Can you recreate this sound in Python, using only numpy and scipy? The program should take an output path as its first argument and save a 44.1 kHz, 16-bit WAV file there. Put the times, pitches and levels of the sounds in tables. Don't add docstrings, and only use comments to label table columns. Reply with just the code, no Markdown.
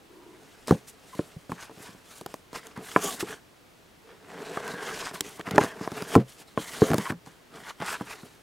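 import sys
import numpy as np
from scipy import signal
from scipy.fft import rfft, irfft, next_fast_len
from scipy.io import wavfile

SR = 44100
rng = np.random.default_rng(int(sys.argv[2]) if len(sys.argv) > 2 else 0)


def master_out(mix):
    frames = np.transpose(np.atleast_2d(mix))
    ceiling = np.clip(frames, -1, 1)
    pcm = np.round(ceiling * 32767).astype(np.int16)
    wavfile.write(sys.argv[1], SR, pcm)


N = 371322


def from_db(db):
    return 10 ** (np.asarray(db) / 20)


def rms_one(x):
    return x / np.sqrt(np.mean(x ** 2) + 1e-20)


def butter(x, order, hz, kind="low"):
    return signal.sosfilt(signal.butter(order, hz, kind, fs=SR, output="sos"), x)


def drift(corner_hz):
    step = 40
    settle = 2000
    pole = np.exp(-2 * np.pi * corner_hz * step / SR)
    noise = rng.standard_normal(N // step + settle + 2)
    slow = rms_one(signal.lfilter([1], [1, -2 * pole, pole * pole], noise)[settle:])
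    return np.interp(np.arange(N) / step, np.arange(len(slow)), slow)


def shaped(x, spectrum):
    size = next_fast_len(N)
    hz, db = np.transpose(spectrum)
    bin_hz = np.arange(size // 2 + 1) * SR / size
    gain = from_db(np.interp(np.log(bin_hz + 1), np.log(hz), db))
    return rms_one(irfft(rfft(x, size) * gain, size)[:N])


def resonate(x, hz, width_hz):
    r = np.exp(-np.pi * width_hz / SR)
    poles = [1, -2 * r * np.cos(2 * np.pi * hz / SR), r * r]
    return signal.lfilter([(1 - r * r) / 2, 0, (r * r - 1) / 2], poles, x)


def slips(per_s, spread_db, clump_db, clump_hz):
    sizes = from_db(spread_db * np.minimum(rng.exponential(1, N), 4))
    signs = rng.choice([-1, 1], N)
    happens = rng.random(N) < per_s / SR
    return sizes * signs * happens * from_db(clump_db * drift(clump_hz)) + 1e-18


def soft(x, contact_hz):
    x = butter(x, 2, contact_hz)
    return x / np.abs(x).max()


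# (frequency [Hz], level [dB], free ring T60 [s])
SHELF_MODES = [(130.6, -5.5, 0.2), (182.2, 1, 0.16), (222, -0.5, 0.11), (293, 1, 0.1), (360, -0.5, 0.082),
               (435.8, 6, 0.082), (522, -6.5, 0.21), (646, -1.5, 0.036), (797.6, -1, 0.057),
               (1000, 0.5, 0.044), (1145, 2, 0.029), (1396, -5.5, 0.039), (1673, 1, 0.014),
               (2290, -5.5, 0.013)]
# (time [s], clack peak [dB], thud peak [dB], favoured pitch [Hz], edge tick peak [dB], share of the free ring)
BLOWS = [(0.6733, -40, -40, 280, -25.5, 0.6), (0.6812, -23, -28.5, 310, -23.5, 0.9),
         (0.6935, -24, -28, 265, -26, 0.7), (0.7092, -6.5, -1, 410, -24, 0.56),
         (0.7225, -16.5, -4.5, 180, -54, 0.4), (0.747, -34, -24, 330, -56, 0.81),
         (1.1508, -48, -38, 220, -40, 0.76), (1.192, -19, -15, 383, -49, 0.58),
         (1.3632, -49, -30.5, 139, -55, 0.5), (1.495, -31.5, -26, 263, -53, 0.7),
         (1.5185, -21, -23, 232, -35, 0.86), (1.6955, -38, -37, 410, -57, 1),
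         (1.7107, -41, -36.5, 330, -50, 0.67), (1.774, -52, -37, 280, -60, 0.5),
         (1.803, -50, -35, 300, -55, 0.56), (1.89, -55, -36.5, 220, -55, 0.99),
         (1.948, -48, -38, 220, -55, 0.74), (2.2117, -31.5, -34, 360, -29.5, 0.57),
         (2.2616, -22, -33, 390, -29, 0.45), (2.3411, -23, -34, 380, -27.5, 0.41),
         (2.5306, -30, -35, 370, -35, 0.34), (2.669, -42, -48, 300, -32.5, 0.6),
         (2.775, -32, -28, 240, -40, 1), (2.9619, -1, -11.5, 334, -39, 0.91),
         (3.207, -30, -56, 340, -32, 0.47), (3.2269, -27.5, -21, 390, -48, 0.93),
         (4.5723, -17.5, -30, 380, -36, 0.74), (4.6784, -29, -53, 310, -27.5, 0.89),
         (4.738, -30, -32, 200, -37, 0.6), (5.1121, -28.5, -34.5, 340, -41, 0.65),
         (5.2076, -33.5, -28, 300, -11.5, 0.75), (5.395, -29, -27.5, 410, -36, 0.89),
         (5.475, -24.5, -27.5, 278, -42, 1), (5.51, -28, -40, 300, -23.5, 0.6),
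         (5.514, -28, -22.5, 200, -42, 0.52), (5.535, -43, -20, 170, -55, 0.38),
         (5.5585, -27, -18.5, 280, -25, 0.86), (5.5804, 2, -5, 400, -17.5, 0.86),
         (5.6104, -17, -15, 290, -30, 0.66), (5.637, -18.5, -22, 330, -22.5, 0.38),
         (5.6447, -22, -24, 230, -26, 0.48), (5.8108, -25.5, -23, 264, -45, 0.66),
         (5.8757, -17.5, -24, 425, -37, 0.44), (5.918, -26, -26.5, 270, -32, 0.64),
         (6.022, -25.5, -25.5, 207.7, -26, 0.75), (6.1529, -3.5, -12.5, 373, -19.5, 1),
         (6.16, -14, -2.5, 343, -37, 0.78), (6.167, -24, -5, 300, -49, 0.86),
         (6.177, -19.5, -7, 131, -52, 0.72), (6.5757, -9.5, -16.5, 310, -37, 0.77),
         (6.8192, -9, -1, 366, -38, 0.72), (6.838, -26, -27, 300, -45, 0.83),
         (6.9033, -19, -13.5, 210, -28, 1), (6.9157, -12.5, -15, 240, -23, 0.59),
         (6.934, -9.5, -19, 250, -24, 0.38), (6.9426, -13.5, -10, 290, -19.5, 0.49),
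         (6.982, -18.5, -14, 252, -18, 0.88), (7.1017, -20, -17.5, 230, -36, 0.82),
         (7.1211, -28, -27, 201, -38, 1), (7.262, -42, -64, 348, -38, 1), (7.271, -37, -38, 190, -49, 1),
         (7.802, -33, -30, 210, -41, 0.81), (7.822, -20.5, -31, 200, -33, 1),
         (8.0096, -25, -21.5, 217, -45, 1), (8.2324, -39.5, -32, 232.9, -48, 0.8)]
CLACK_FROM_HZ = 600
FAVOUR_OCTAVES, FAVOUR_DEPTH_DB = 0.45, 11.5
CLACK_CONTACT_HZ, THUD_CONTACT_HZ = 2420, 676
SHARPER_OCTAVES_PER_DB = 0.07
SPREAD_S = 0.0012
TICK_T60_S, TICK_HZ, TICK_TOP_HZ = 0.012, 2150, 7800


def edge_ticks(length):
    grit = rng.standard_normal((len(BLOWS), length))
    grit = butter(grit, 1, [TICK_HZ, TICK_TOP_HZ], "band")
    grit = grit * from_db(-60 * np.arange(length) / SR / TICK_T60_S)
    return grit / np.abs(grit).max(axis=1, keepdims=True)


def knocks():
    out, t = np.zeros(N + SR), np.arange(SR // 4) / SR
    hz, db, t60 = np.repeat(np.transpose(SHELF_MODES), 2, axis=1)
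    upper = hz > CLACK_FROM_HZ
    luck = rng.standard_normal((len(BLOWS), 3, len(hz)))
    for blow, (strength, detune, lateness), tick in zip(BLOWS, luck, edge_ticks(len(t))):
        s, clack_db, thud_db, favoured_hz, tick_db, share = blow
        contact_hz = CLACK_CONTACT_HZ * 2 ** (SHARPER_OCTAVES_PER_DB * (clack_db - thud_db))
        nearness = np.exp(-.5 * (np.log2(hz / favoured_hz) / FAVOUR_OCTAVES) ** 2)
        gains = from_db(db + FAVOUR_DEPTH_DB * nearness + 2.2 * strength)
        pitch = hz * (1 + 0.065 * detune)
        late_s = SPREAD_S * np.abs(lateness) * np.minimum(CLACK_FROM_HZ / hz, 1) ** 2
        since = np.maximum(t - (late_s - late_s.min())[:, None], 0)
        decay = from_db(-60 * since / (t60[:, None] * max(share, .1)))
        rings = np.sin(2 * np.pi * pitch[:, None] * since) * decay
        clack = from_db(clack_db) * soft((gains * upper) @ rings, min(contact_hz, SR / 4))
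        thud = from_db(thud_db) * soft((gains * ~upper) @ rings, THUD_CONTACT_HZ)
        at = round(s * SR)
        out[at:at + len(t)] += clack - thud + from_db(tick_db) * tick
    return out[:N]


# (start [s], fastest [s], stop [s], cover hiss [dB], page block rasp [dB], drag on the board [dB])
SHORT_STROKES = [(0.0, 0.528, 1.8, -63.5, -64.5, -60), (0.668, 0.685, 0.84, -44, -45, -41),
                 (0.868, 0.882, 0.94, -48, -74, -69), (0.925, 1.187, 1.64, -55.5, -60, -55.5),
                 (1.483, 1.51, 1.64, -53, -54, -50), (1.56, 1.626, 1.71, -48.5, -43.5, -58),
                 (1.708, 1.845, 2.055, -49.5, -51, -52), (2.01, 2.178, 2.27, -50, -59, -64),
                 (2.264, 2.302, 2.47, -55, -62, -53), (2.528, 2.564, 2.614, -39, -37.5, -42),
                 (2.593, 2.644, 2.85, -56, -51.5, -52.5), (2.753, 2.765, 2.82, -55, -43.5, -45),
                 (3.19, 3.207, 3.24, -33, -39, -45), (3.208, 3.315, 3.4, -44, -41, -44),
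                 (4.017, 4.124, 4.3, -71, -55, -56), (5.128, 5.149, 5.23, -42.5, -40.5, -40.5),
                 (5.204, 5.265, 5.51, -46, -51.5, -46), (5.363, 5.427, 5.42, -54.5, -40, -41.5),
                 (5.447, 5.469, 5.55, -48, -37.5, -41), (5.507, 5.51, 5.57, -54.5, -34.5, -34),
                 (5.542, 5.551, 5.7, -52.5, -39, -33.5), (5.581, 5.614, 5.756, -37.5, -32, -30.5),
                 (5.677, 5.86, 5.99, -51.5, -45.5, -44.5), (5.892, 5.978, 6.15, -45, -40, -38.5),
                 (6.044, 6.157, 6.18, -38.5, -37, -35), (6.15, 6.205, 6.26, -71, -49.5, -37),
                 (6.25, 6.304, 6.42, -54, -75, -62), (6.333, 6.423, 6.45, -52.5, -60, -55),
                 (6.455, 6.483, 6.64, -59, -61, -57.5), (7.248, 7.262, 7.5, -60, -60, -66),
                 (7.502, 7.564, 7.78, -54.5, -47.5, -48), (7.618, 7.697, 7.74, -46.5, -41, -55.5),
                 (7.797, 7.821, 8.1, -58, -36, -45), (7.808, 7.925, 8.005, -37, -36.5, -47.5),
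                 (7.975, 8.017, 8.05, -53, -45.5, -55), (8.02, 8.127, 8.21, -45.5, -44, -50),
                 (8.154, 8.205, 8.56, -57, -59.5, -57)]
SWELL_DB, SWELL_POWER, FADE_DB, FADE_POWER = 18.5, 1.53, 25.5, 1.2
STROKE_TOP_DB, DULLER_PER_DB = 5, 0.2
# (time [s], cover hiss [dB], page block rasp [dB], drag on the board [dB])
SLIDE_CURVES = [
    [(2.79, -66, -56, -40), (2.88, -49, -50.5, -56.5), (3.01, -45.5, -41.5, -46), (3.03, -37, -38.5, -37),
     (3.15, -41.5, -60, -39.5), (3.175, -49, -47, -54), (3.20, -69, -51, -43)],
    [(4.19, -78, -64, -62), (4.30, -60, -50, -45.5), (4.55, -49, -44, -39), (4.63, -52, -46, -41.5),
     (4.72, -45, -39.5, -42), (4.76, -52, -46.5, -48), (4.83, -44.5, -38, -42), (4.98, -41, -45, -42.5),
     (5.09, -44, -43, -47.5), (5.125, -61, -60, -57)],
    [(6.56, -68, -68, -52), (6.60, -44.5, -45.5, -55), (6.72, -45.5, -48.5, -51.5),
     (6.88, -43, -40.5, -33.5), (6.95, -49, -48, -38), (7.0, -44.5, -41.5, -46), (7.11, -48, -38, -51),
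     (7.145, -77, -57, -64)],
]
SLIDE_TOP_LEVELS = [10.5, 1.5, 7.5]


def sliding():
    power, t = np.zeros((4, N)), np.arange(N) / SR
    for start, fastest, stop, hiss_db, rasp_db, drag_db in SHORT_STROKES:
        now = slice(max(round((2 * start - fastest) * SR), 0), round((2 * stop - fastest) * SR))
        before = np.maximum(fastest - t[now], 0) / max(fastest - start, .002)
        after = np.maximum(t[now] - fastest, 0) / max(stop - fastest, .002)
        shape = from_db(-SWELL_DB * before ** SWELL_POWER - FADE_DB * after ** FADE_POWER)
        top_db = hiss_db + STROKE_TOP_DB - DULLER_PER_DB * (rasp_db - hiss_db)
        power[:, now] += np.outer(from_db([hiss_db, rasp_db, drag_db, top_db]), shape) ** 2
    for curve, top_db in zip(SLIDE_CURVES, SLIDE_TOP_LEVELS):
        s, hiss_db, rasp_db, drag_db = np.transpose(curve)
        now = slice(round(s[0] * SR), round(s[-1] * SR))
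        levels = (hiss_db, rasp_db, drag_db, hiss_db + top_db)
        power[:, now] += [from_db(np.interp(t[now], s, db)) ** 2 for db in levels]
    return np.sqrt(power)


# (frequency [Hz], relative level [dB per Hz])
COVER_SPECTRUM = [(1060, -8.5), (2410, -5), (2900, -3.5), (4020, -6), (7090, -8), (9250, -11), (13300, -20),
                  (16000, -26)]
BRIGHT_HZ = 9700


def cover_hiss():
    coarse = shaped(slips(9000, spread_db=1.5, clump_db=2.5, clump_hz=43), COVER_SPECTRUM)
    fine = shaped(slips(15000, spread_db=1.5, clump_db=2.5, clump_hz=35), COVER_SPECTRUM)
    return butter(coarse, 2, BRIGHT_HZ), butter(fine, 2, BRIGHT_HZ, "high")


# (frequency [Hz], base width, broadened in use [Hz], relative level [dB])
PAGE_RESONANCES = [(754, 284, -1), (1050, 198, 4.5), (1510, 296, 1), (2085, 1300, -14)]


def page_rasp():
    catches = slips(2500, spread_db=3.5, clump_db=3.0, clump_hz=40)
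    total = np.zeros(N)
    for k, (hz, width, db) in enumerate(PAGE_RESONANCES):
        band = resonate(resonate(catches, hz, 3.0 * width), hz, 3.2 * width)
        total += (-1) ** k * from_db(db) * band
    return rms_one(total)


def board_drag():
    catches = slips(1500, spread_db=3.0, clump_db=2.5, clump_hz=30)
    total = np.zeros(N)
    for k, (hz, db, t60) in enumerate(SHELF_MODES):
        if hz < 700:
            total += (-1) ** k * from_db(db) * resonate(catches, hz, 4.4 / t60)
    return rms_one(total)


PATCH_DB, PATCH_HZ = 2.5, 6


def patchy(x):
    edges = 900 * 2 ** (np.arange(12) / 3)
    out = x.copy()
    for pair in zip(edges, edges[1:]):
        band = butter(x, 2, pair, "band")
        out += band * (from_db(PATCH_DB * drift(PATCH_HZ)) - 1)
    return out


# (start [s], end [s], frequency [Hz], width of each of two passes [Hz], rms before the fades [dB])
SINGING_NOTES = [(0.01, 0.455, 340, 108, -53), (0.05, 0.42, 970, 200, -61.5),
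                 (1.122, 1.156, 1030, 260, -45.5), (2.978, 3.145, 1144, 70, -41),
                 (3.055, 3.14, 796, 100, -42), (3.01, 3.114, 6850, 500, -40.5),
                 (4.027, 4.177, 455, 59.5, -53.5), (4.225, 5.14, 488, 73.4, -47.5),
                 (4.452, 5.15, 1580, 203, -44), (5.629, 5.748, 1790, 200, -44.5),
                 (7.06, 7.081, 1070, 150, -32.5), (7.846, 7.973, 1380, 250, -40)]


def singing_rubs():
    catches, out = slips(4000, spread_db=1.5, clump_db=0.5, clump_hz=51.5), np.zeros(N)
    for start, end, hz, width, db in SINGING_NOTES:
        a, b = round(start * SR), round(end * SR)
        note = resonate(resonate(catches[a:b], hz, width), hz, width)
        out[a:b] += from_db(db) * rms_one(note) * np.sqrt(np.hanning(b - a))
    return out


# (time [s], level before the fades [dB])
AIR_SHOVES = [(0.705, -28), (1.358, -45), (1.51, -46), (6.155, -23)]
PUFF_S = 0.022


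def air_puffs():
    out, swing = np.zeros(N), np.sin(2 * np.pi * np.linspace(0, 1, round(PUFF_S * SR)))
    for s, db in AIR_SHOVES:
        at = round(s * SR)
        out[at:at + len(swing)] += from_db(db) * swing * np.hanning(len(swing))
    return out


# (frequency [Hz], relative level [dB per Hz])
ROOM_SPECTRUM = [(15, -52.5), (25, -12), (120, -7.5), (212, -9.5), (300, -8), (840, -14.5), (3080, -20.5),
                 (16000, -32.5)]
# (frequency [Hz], side minus mid [dB])
ROOM_SIDE_TILT = [(60, -4), (240, 1), (3770, -0.5), (15000, -16.5)]
ROOM_DB = -57.5


def background():
    hz, mid_db = np.transpose(ROOM_SPECTRUM)
    tilt_hz, tilt_db = np.transpose(ROOM_SIDE_TILT)
    side_db = mid_db + np.interp(np.log(hz), np.log(tilt_hz), tilt_db)
    mid = shaped(rng.standard_normal(N), ROOM_SPECTRUM)
    side = shaped(rng.standard_normal(N), np.c_[hz, side_db])
    return from_db(ROOM_DB) * mid, from_db(ROOM_DB - 4.0) * side


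SHELF_LOW_CUT_HZ = 95.5
SIDE_DB, SIDE_LOW_CUT_HZ = -31.5, 706


def scene():
    hiss, rasp, drag, top = sliding()
    low_hiss, top_hiss = cover_hiss()
    rubs = patchy(hiss * low_hiss + rasp * page_rasp()) + top * top_hiss
    shelf = butter(drag * board_drag() + knocks(), 3, SHELF_LOW_CUT_HZ, "high")
    books = rubs + air_puffs() + singing_rubs() + shelf
    blur = rng.standard_normal(SR // 100) * np.hanning(SR // 100)
    side = signal.fftconvolve(books, blur / np.linalg.norm(blur))[:N]
    side = from_db(SIDE_DB) * butter(side, 1, SIDE_LOW_CUT_HZ, "high")
    air_mid, air_side = background()
    return books + air_mid + (side + air_side) * np.array([[1], [-1]])


CUTOFF_HZ = 16450


def record(dry):
    steep = signal.cheby2(20, 80, CUTOFF_HZ, fs=SR, output="sos")
    return signal.sosfilt(steep, np.clip(dry, -1, 1))


dry = scene()
out = record(dry)
master_out(out)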